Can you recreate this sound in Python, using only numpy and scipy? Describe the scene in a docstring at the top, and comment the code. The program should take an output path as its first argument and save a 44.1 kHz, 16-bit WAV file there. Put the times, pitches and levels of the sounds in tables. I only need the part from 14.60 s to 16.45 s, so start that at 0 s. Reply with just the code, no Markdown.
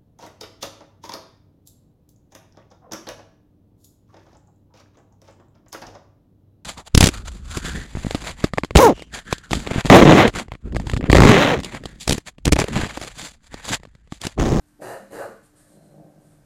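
"""In a kitchen doorway, a small dog gives two hoarse, huffing barks, then sniffs and growls softly.
Uneven throat pulses and puffs of air make its muzzle ring around one strong, shaky tone,
while more air rasps past its teeth. The growl is slower pulses behind a shut mouth.
The hard-floored rooms ring on at a few low notes, over a faint hum."""
import sys
import numpy as np
from scipy import signal
from scipy.fft import rfft, irfft
from scipy.io import wavfile
from scipy.ndimage import uniform_filter1d

SR = 44100
rng = np.random.default_rng(int(sys.argv[2]) if len(sys.argv) > 2 else 0)


def materialize(psi):
    """Save the field psi as 16-bit PCM at rate SR to the path in sys.argv[1].

    A 1-D psi becomes a single channel; in a 2-D psi each row is a channel.
    """
    bounded = np.clip(np.atleast_2d(psi).T, -1, 1)
    quanta = np.round(bounded * 32767).astype(np.int16)
    wavfile.write(sys.argv[1], SR, quanta)


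N = 81585
T = np.arange(N) / SR


# Resonances (pitches that ring) of the muzzle: pitch_hz, width_hz, gain_db
MUZZLE_RESONANCES = [(1328, 300, -8), (1604, 88, -10), (1790, 194, -8), (2640, 420, -30.5)]
# The barks: start_s, rise_s, hold_until_s, fall_s, widest_mouth_s, level_db, swell_db, pitch_hz,
# jaw_open_hz, jaw_drop_hz, jaw_width_hz, chest_db, muzzle_sag_share, back_of_mouth_db
BARK_SHAPES = [(.216, 0.0028, .345, .045, .3, -37.5, 1, 300.7, 632, 49, 347, -9, 0.002, -4.5),
               (.515, 0.022, 0.66, 0.033, .625, -34, 8.5, 249.8, 612, 147, 208, -6.5, 0.14, -5.5)]
def bark(start, rise, until, fall, widest, level_db, swell_db, pitch_hz,
         jaw_hz, jaw_drop_hz, jaw_width_hz, chest_db, sag, back_db):
    """The opening mouth lifts level, pitch and jaw resonance; the muzzle rings lower as lips round."""
    moments = [start, widest, until + fall]
    shut = np.interp(T, moments, [1, 0, 1])
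    rounding = np.interp(T, moments, [-.5, .5, 1])
    pulses = throat(pitch_hz * (1 + .25 * (.5 - shut)), jitter=.16, air_share=.7)
    jaw = gliding_resonance(pulses, jaw_hz - jaw_drop_hz * shut, jaw_width_hz)
    chest = from_db(chest_db - 12.5 * rounding) * resonance(pulses, hz=319, width_hz=173)
    back_of_mouth = (885, 295, back_db)
    muzzle = 0
    for k, (hz, width_hz, db) in enumerate([back_of_mouth] + MUZZLE_RESONANCES):
        ringing = gliding_resonance(pulses, hz * (1 - sag * rounding), width_hz)
        muzzle += from_db(db) * ringing * (-1) ** k
    level = envelope(start, rise, until, fall, level_db - swell_db * shut)
    voice = level * (jaw - chest - from_db(-4 * shut) * muzzle)
    return signal.sosfilt(signal.butter(2, 170, "high", fs=SR, output="sos"), voice)


def throat(hz, jitter, air_share):
    """The throat makes pulses of uneven spacing and strength, each followed by a puff of air."""
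    cycles = np.cumsum(hz * np.exp(jitter * waver(np.mean(hz)))) / SR
    strength = from_db(2 * rng.standard_normal(N))[cycles.astype(int)]
    pulses = np.diff(np.floor(cycles), prepend=0) - hz / SR
    puffs = rng.standard_normal(N) * np.exp(-3 * (cycles % 1))
    return strength * (np.sqrt(1 - air_share) * rms_one(pulses) + np.sqrt(air_share) * rms_one(puffs))


# The strong tone inside each bark, one list of points per bark: time_s, pitch_hz, level_db
CORE_TONES = [
    [(.21, 310, -49), (.237, 331.3, -39.5), (.275, 388.5, -38), (.3, 443.8, -46), (.335, 492, -42.5),
     (.375, 566.6, -37.5), (.41, 594, -47)],
    [(.54, 489.6, -48), (.572, 517.3, -34), (.594, 529, -36), (.619, 577.5, -28.5), (.632, 590, -46),
     (.655, 610, -36), (.672, 481, -37), (.7, 447.3, -38.5), (.73, 453, -43)],
]
def core_tone(points, flutter):
    """One shaky tone of the voice climbs as the mouth opens; the throat's flutter chops it when loud."""
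    times, hz, db = np.transpose(points)
    cycles = np.cumsum(np.interp(T, times, hz) * np.exp(.046 * waver(hz=188))) / SR
    effort_db = np.interp(T, times, db)
    loudest_db = max(point[2] for tone in CORE_TONES for point in tone)
    fade_s, flutter_range_db = .025, 14.5
    depth = np.clip(1 + (effort_db - loudest_db) / flutter_range_db, 0, 1)
    shaky_db = effort_db + 3.5 * waver(hz=119.8)
    level = envelope(times[0], fade_s, times[-1] - fade_s, fade_s, shaky_db)
    return level * (1 + depth * flutter) * np.sin(2 * np.pi * cycles)


# The breath in each bark: start_s, rise_s, hold_until_s, fall_s, air_db, flutter_hz, thrum_db
HUFF_SHAPES = [(0.205, 0.023, 0.32, 0.065, -44.5, 118.6, -57), (0.5, 0.032, 0.61, 0.077, -45.5, 94, -56.5)]
def huff(tone_points, start, rise, until, fall, air_db, flutter_hz, thrum_db):
    """The throat flutters, thrumming low and chopping both the core tone and the rushing air."""
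    cycles = np.cumsum(flutter_hz * np.exp(.1323 * waver(flutter_hz))) / SR
    flutter = np.sin(2 * np.pi * cycles)
    rasp = envelope(start, rise, until, fall, air_db) * teeth_rasp(start, flutter)
    thrum = envelope(start, rise, until, fall, thrum_db) * flutter
    return rasp + thrum + core_tone(tone_points, flutter)


# Tone colour of air rushing past the teeth: pitch_hz, relative_db
TEETH_HISS = [(1000, 11), (2000, 12), (2400, 7), (2950, 3.5), (3300, 0), (4000, 5), (4800, 6), (5400, -1.5),
              (6300, 4), (7500, 6), (9500, 6.5), (12500, 1.5), (14500, -7)]
# Narrow resonances between teeth and lips: pitch_hz, width_hz, gain_db
TEETH_RESONANCES = [(2860, 280, -15.5), (4060, 340, -19.5), (4640, 220, -29), (7430, 170, -21),
                    (8880, 230, -17.5), (12300, 390, -20)]
def teeth_rasp(start, flutter):
    """Air hisses past the teeth, and the gaps begin to ring as the lips part."""
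    air = rng.standard_normal(N)
    wander = 1 + .018 * waver(hz=13.4)
    ringing = sum(from_db(db) * gliding_resonance(air, hz * wander, width_hz)
                  for hz, width_hz, db in TEETH_RESONANCES)
    lips_apart = np.clip((T - start) / .065, 0, 1)
    return rms_one((coloured(air, TEETH_HISS) + ringing * lips_apart) * (1 + .25 * flutter))


def lip_pop(start_s=.2195, pitch_hz=643, ring_s=.039, level_db=-25):
    """The lips pop open on the first bark, and the trapped air rings the mouth."""
    age = np.maximum(T - start_s, 0)
    rise = np.minimum(2 * pitch_hz * age, 1)
    return rise * from_db(level_db - 60 * age / ring_s) * np.sin(2 * np.pi * pitch_hz * age)


# Muffled grunts around the barks: start_s, rise_s, hold_until_s, fall_s, chest_db, throat_db
GRUNT_SHAPES = [(0.187, 0.0071, 0.23, 0.024, -61.5, -50.5), (0.389, 0.018, 0.439, 0.015, -53, -78),
                (0.497, 0.034, .55, 0.012, -52, -43), (0.674, 0.015, 0.705, 0.043, -52.5, -68)]
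def grunts():
    """A low voice behind nearly closed lips leads into each bark and trails after it."""
    pulses = throat(np.full(N, 196.4), jitter=.15, air_share=.72)
    chest = resonance(pulses, hz=230, width_hz=39)
    upper = throat_ring(pulses)
    return sum(envelope(*times, chest_db) * chest + envelope(*times, throat_db) * upper
               for *times, chest_db, throat_db in GRUNT_SHAPES)


# How the growl swells and sinks: time_s, effort_db, chest_resonance_hz
GROWL_CURVE = [(0.932, -61, 188), (1.021, -62.5, 177), (1.114, -58, 169), (1.15, -55, 194),
               (1.284, -56, 188), (1.32, -53, 176), (1.39, -50.5, 183), (1.465, -51, 165),
               (1.51, -55.5, 190), (1.63, -55, 170), (1.7, -58, 134), (1.85, -58.5, 132)]
def growl(pulse_hz=53.9, dulling_db_per_s=5.5):
    """Slow pulses behind a shut mouth sound brighter with effort, deeper and duller towards the end."""
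    pulses = throat(np.full(N, pulse_hz), jitter=.15, air_share=.63)
    times, db, chest_hz = np.transpose(GROWL_CURVE)
    effort_db = np.interp(T, times, db, left=-120)
    chest = from_db(-5) * gliding_resonance(pulses, np.interp(T, times, chest_hz), width_hz=69)
    bright_db = -4 + .55 * (effort_db - db.max()) - dulling_db_per_s * (T - times.mean())
    return from_db(effort_db) * (chest + from_db(bright_db) * throat_ring(pulses))


# Resonances of the throat in grunts and the growl: pitch_hz, width_hz, gain_db
THROAT_RESONANCES = [(311.2, 48, 0), (534, 153, -0.5), (716, 206, -4.5)]
def throat_ring(pulses):
    """Pulses make the throat ring at several pitches at once."""
    return sum(from_db(db) * resonance(pulses, hz, width_hz) * (-1) ** k
               for k, (hz, width_hz, db) in enumerate(THROAT_RESONANCES))


# The sniffs: start_s, rise_s, hold_until_s, fall_s, level_db
SNIFF_SHAPES = [(.055, 0.034, 0.082, 0.024, -63.5), (0.826, 0.0063, 0.87, 0.0083, -60.5),
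                (0.953, 0.013, 1.012, 0.084, -58.5), (1.06, 0.03, 1.143, 0.069, -62),
                (1.21, 0.021, 1.248, 0.14, -66), (1.57, 0.075, 1.743, 0.033, -67)]
# Tone colour of air in the nose: pitch_hz, relative_db
NOSE_HISS = [(600, -35), (1100, 0.5), (1800, -3), (2400, -12), (3200, -8), (4200, -4.5), (6000, -8),
             (7400, -1), (8800, 4.5), (11000, -4.5), (14300, -15.5)]
# Thin whistles in the nose: start_s, rise_s, hold_until_s, fall_s, level_db, pitch_hz
NOSE_WHISTLES = [(.94, .05, 1.07, 0.059, -70.5, 1705), (1.09, 0.036, 1.31, .06, -77, 4120)]
def sniffs():
    """Soft rushes of air pass through the dog's nose, which whistles faintly."""
    whistles = sum(envelope(*shape) * resonance(rng.standard_normal(N), hz, width_hz=100)
                   for *shape, hz in NOSE_WHISTLES)
    air = coloured(rng.standard_normal(N), NOSE_HISS)
    return air * sum(envelope(*shape) for shape in SNIFF_SHAPES) + whistles


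# Low notes the rooms ring at: pitch_hz, ring_s (time to fade by 60 dB), gain_db
ROOM_NOTES = [(122.6, 1, 14), (153.7, 0.78, 16), (199, 0.68, 14), (314.2, 0.41, -4), (380.4, 0.24, 1.5),
              (469, 0.44, -5.5), (572, 0.19, -3)]
# How long the echo lasts, from low to high: pitch_hz, ring_s
ECHO_TIMES = [(150, 0.62), (500, 0.32), (1600, 0.49), (4000, 0.63), (12000, 0.5)]
def room(sound, delay_s=.004):
    """The sound arrives directly, then as a blur of echoes and a few low, ringing notes."""
    tail, edges = 0, np.geomspace(60, 16000, 9)
    for low, high in zip(edges, edges[1:]):
        band_filter = signal.butter(2, [low, high], "band", fs=SR, output="sos")
        band = signal.sosfilt(band_filter, rng.standard_normal(N))
        ring_s = at_hz(ECHO_TIMES, np.sqrt(low * high))
        band *= from_db(-60 * T / ring_s) * (T > delay_s)
        tail += rms_one(band) * np.sqrt(2 * (high - low) / SR / N)   # equal energy per Hz
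    echoes = signal.fftconvolve(sound, tail)[:N]
    notes = sum(from_db(db) * ring(sound, hz, np.log(1000) / (np.pi * ring_s))
                for hz, ring_s, db in ROOM_NOTES)
    return from_db(-3.5) * sound + from_db(-5) * echoes + notes


# Tone colour of the room's rumble and hiss: pitch_hz, relative_db
ROOM_NOISE = [(12, -58), (25, 0.5), (60, -11.5), (130, -6.5), (300, -11), (420, -24), (640, -21.5),
              (1200, -23.5), (1600, -24), (2100, -29), (3100, -33.5), (8800, -31.5), (14300, -35.5)]
# Steady humming tones: pitch_hz, level_db
HUM_TONES = [(124, -75), (298, -65.5), (1556, -80)]
def background():
    """Quiet room noise and a faint hum lie under everything."""
    hum = sum(from_db(db) * np.sqrt(2) * np.sin(2 * np.pi * (hz * T + rng.random()))
              for hz, db in HUM_TONES)
    return from_db(-62) * coloured(rng.standard_normal(N), ROOM_NOISE) + hum


def ring(x, hz, width_hz):
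    """Let through the sound near one pitch and weaken the rest."""
    r = np.exp(-np.pi * width_hz / SR)
    feedback = [1, -2 * r * np.cos(2 * np.pi * hz / SR), r * r]
    return signal.lfilter(np.array([1, 0, -1]) * (1 - r * r) / 2, feedback, x + 1e-18)


def resonance(x, hz, width_hz):
    """Pick out one pitch steeply, at an even level."""
    wider_hz = width_hz * 1.47   # filtering twice narrows it again
    return evened(ring(ring(x, hz, wider_hz), hz, wider_hz))


def gliding_resonance(x, hz, width_hz):
    """Pick out a moving pitch steeply, at an even level."""
    turn = np.exp(2j * np.pi * np.cumsum(hz) / SR)
    r = np.exp(-np.pi * width_hz / SR)
    smoothed = signal.lfilter([(1 - r) ** 2], [1, -2 * r, r * r], x / turn)
    return evened(np.real(turn * smoothed))


def envelope(start, rise, until, fall, db):
    """A level that rises in a straight line, holds, then falls."""
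    return from_db(db) * np.clip((T - start) / rise, 0, 1) * np.clip(1 - (T - until) / fall, 0, 1)


def waver(hz):
    """A random wobble at about this rate, about 1 in size."""
    return rms_one(uniform_filter1d(rng.standard_normal(N), size=int(SR / hz)))


def coloured(x, colour):
    """Give a sound a tone colour, at level 1."""
    hz = np.arange(N // 2 + 1) * SR / N
    return rms_one(irfft(rfft(x) * from_db(at_hz(colour, hz)), N))


def at_hz(points, hz):
    """Read between a table's rows, with octaves evenly spaced."""
    pitches, values = np.transpose(points)
    return np.interp(np.log(hz + 1e-9), np.log(pitches), values)


def evened(x):
    """Hold the level near 1 from moment to moment."""
    return x / np.sqrt(np.abs(uniform_filter1d(x * x, size=1300)) + 1e-12)


def rms_one(x):
    """Scale the average (rms) level to 1."""
    return x / np.sqrt(np.mean(x ** 2) + 1e-20)


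def from_db(db):
    """Turn decibels into a multiplier."""
    return 10 ** (np.asarray(db) / 20)


def scene():
    """The dog, heard through the rooms, over the background."""
    barks = sum(bark(*shape) for shape in BARK_SHAPES)
    huffs = sum(huff(tone, *shape) for tone, shape in zip(CORE_TONES, HUFF_SHAPES))
    dog = barks + huffs + lip_pop() + grunts() + sniffs() + growl()
    return (room(dog) + background())[None]


def record(dry, cutoff_hz=14500):
    """Cut off the highest treble steeply."""
    return signal.sosfilt(signal.ellip(12, .1, 80, cutoff_hz, fs=SR, output="sos"), dry)


dry = scene()
out = record(dry)
materialize(out)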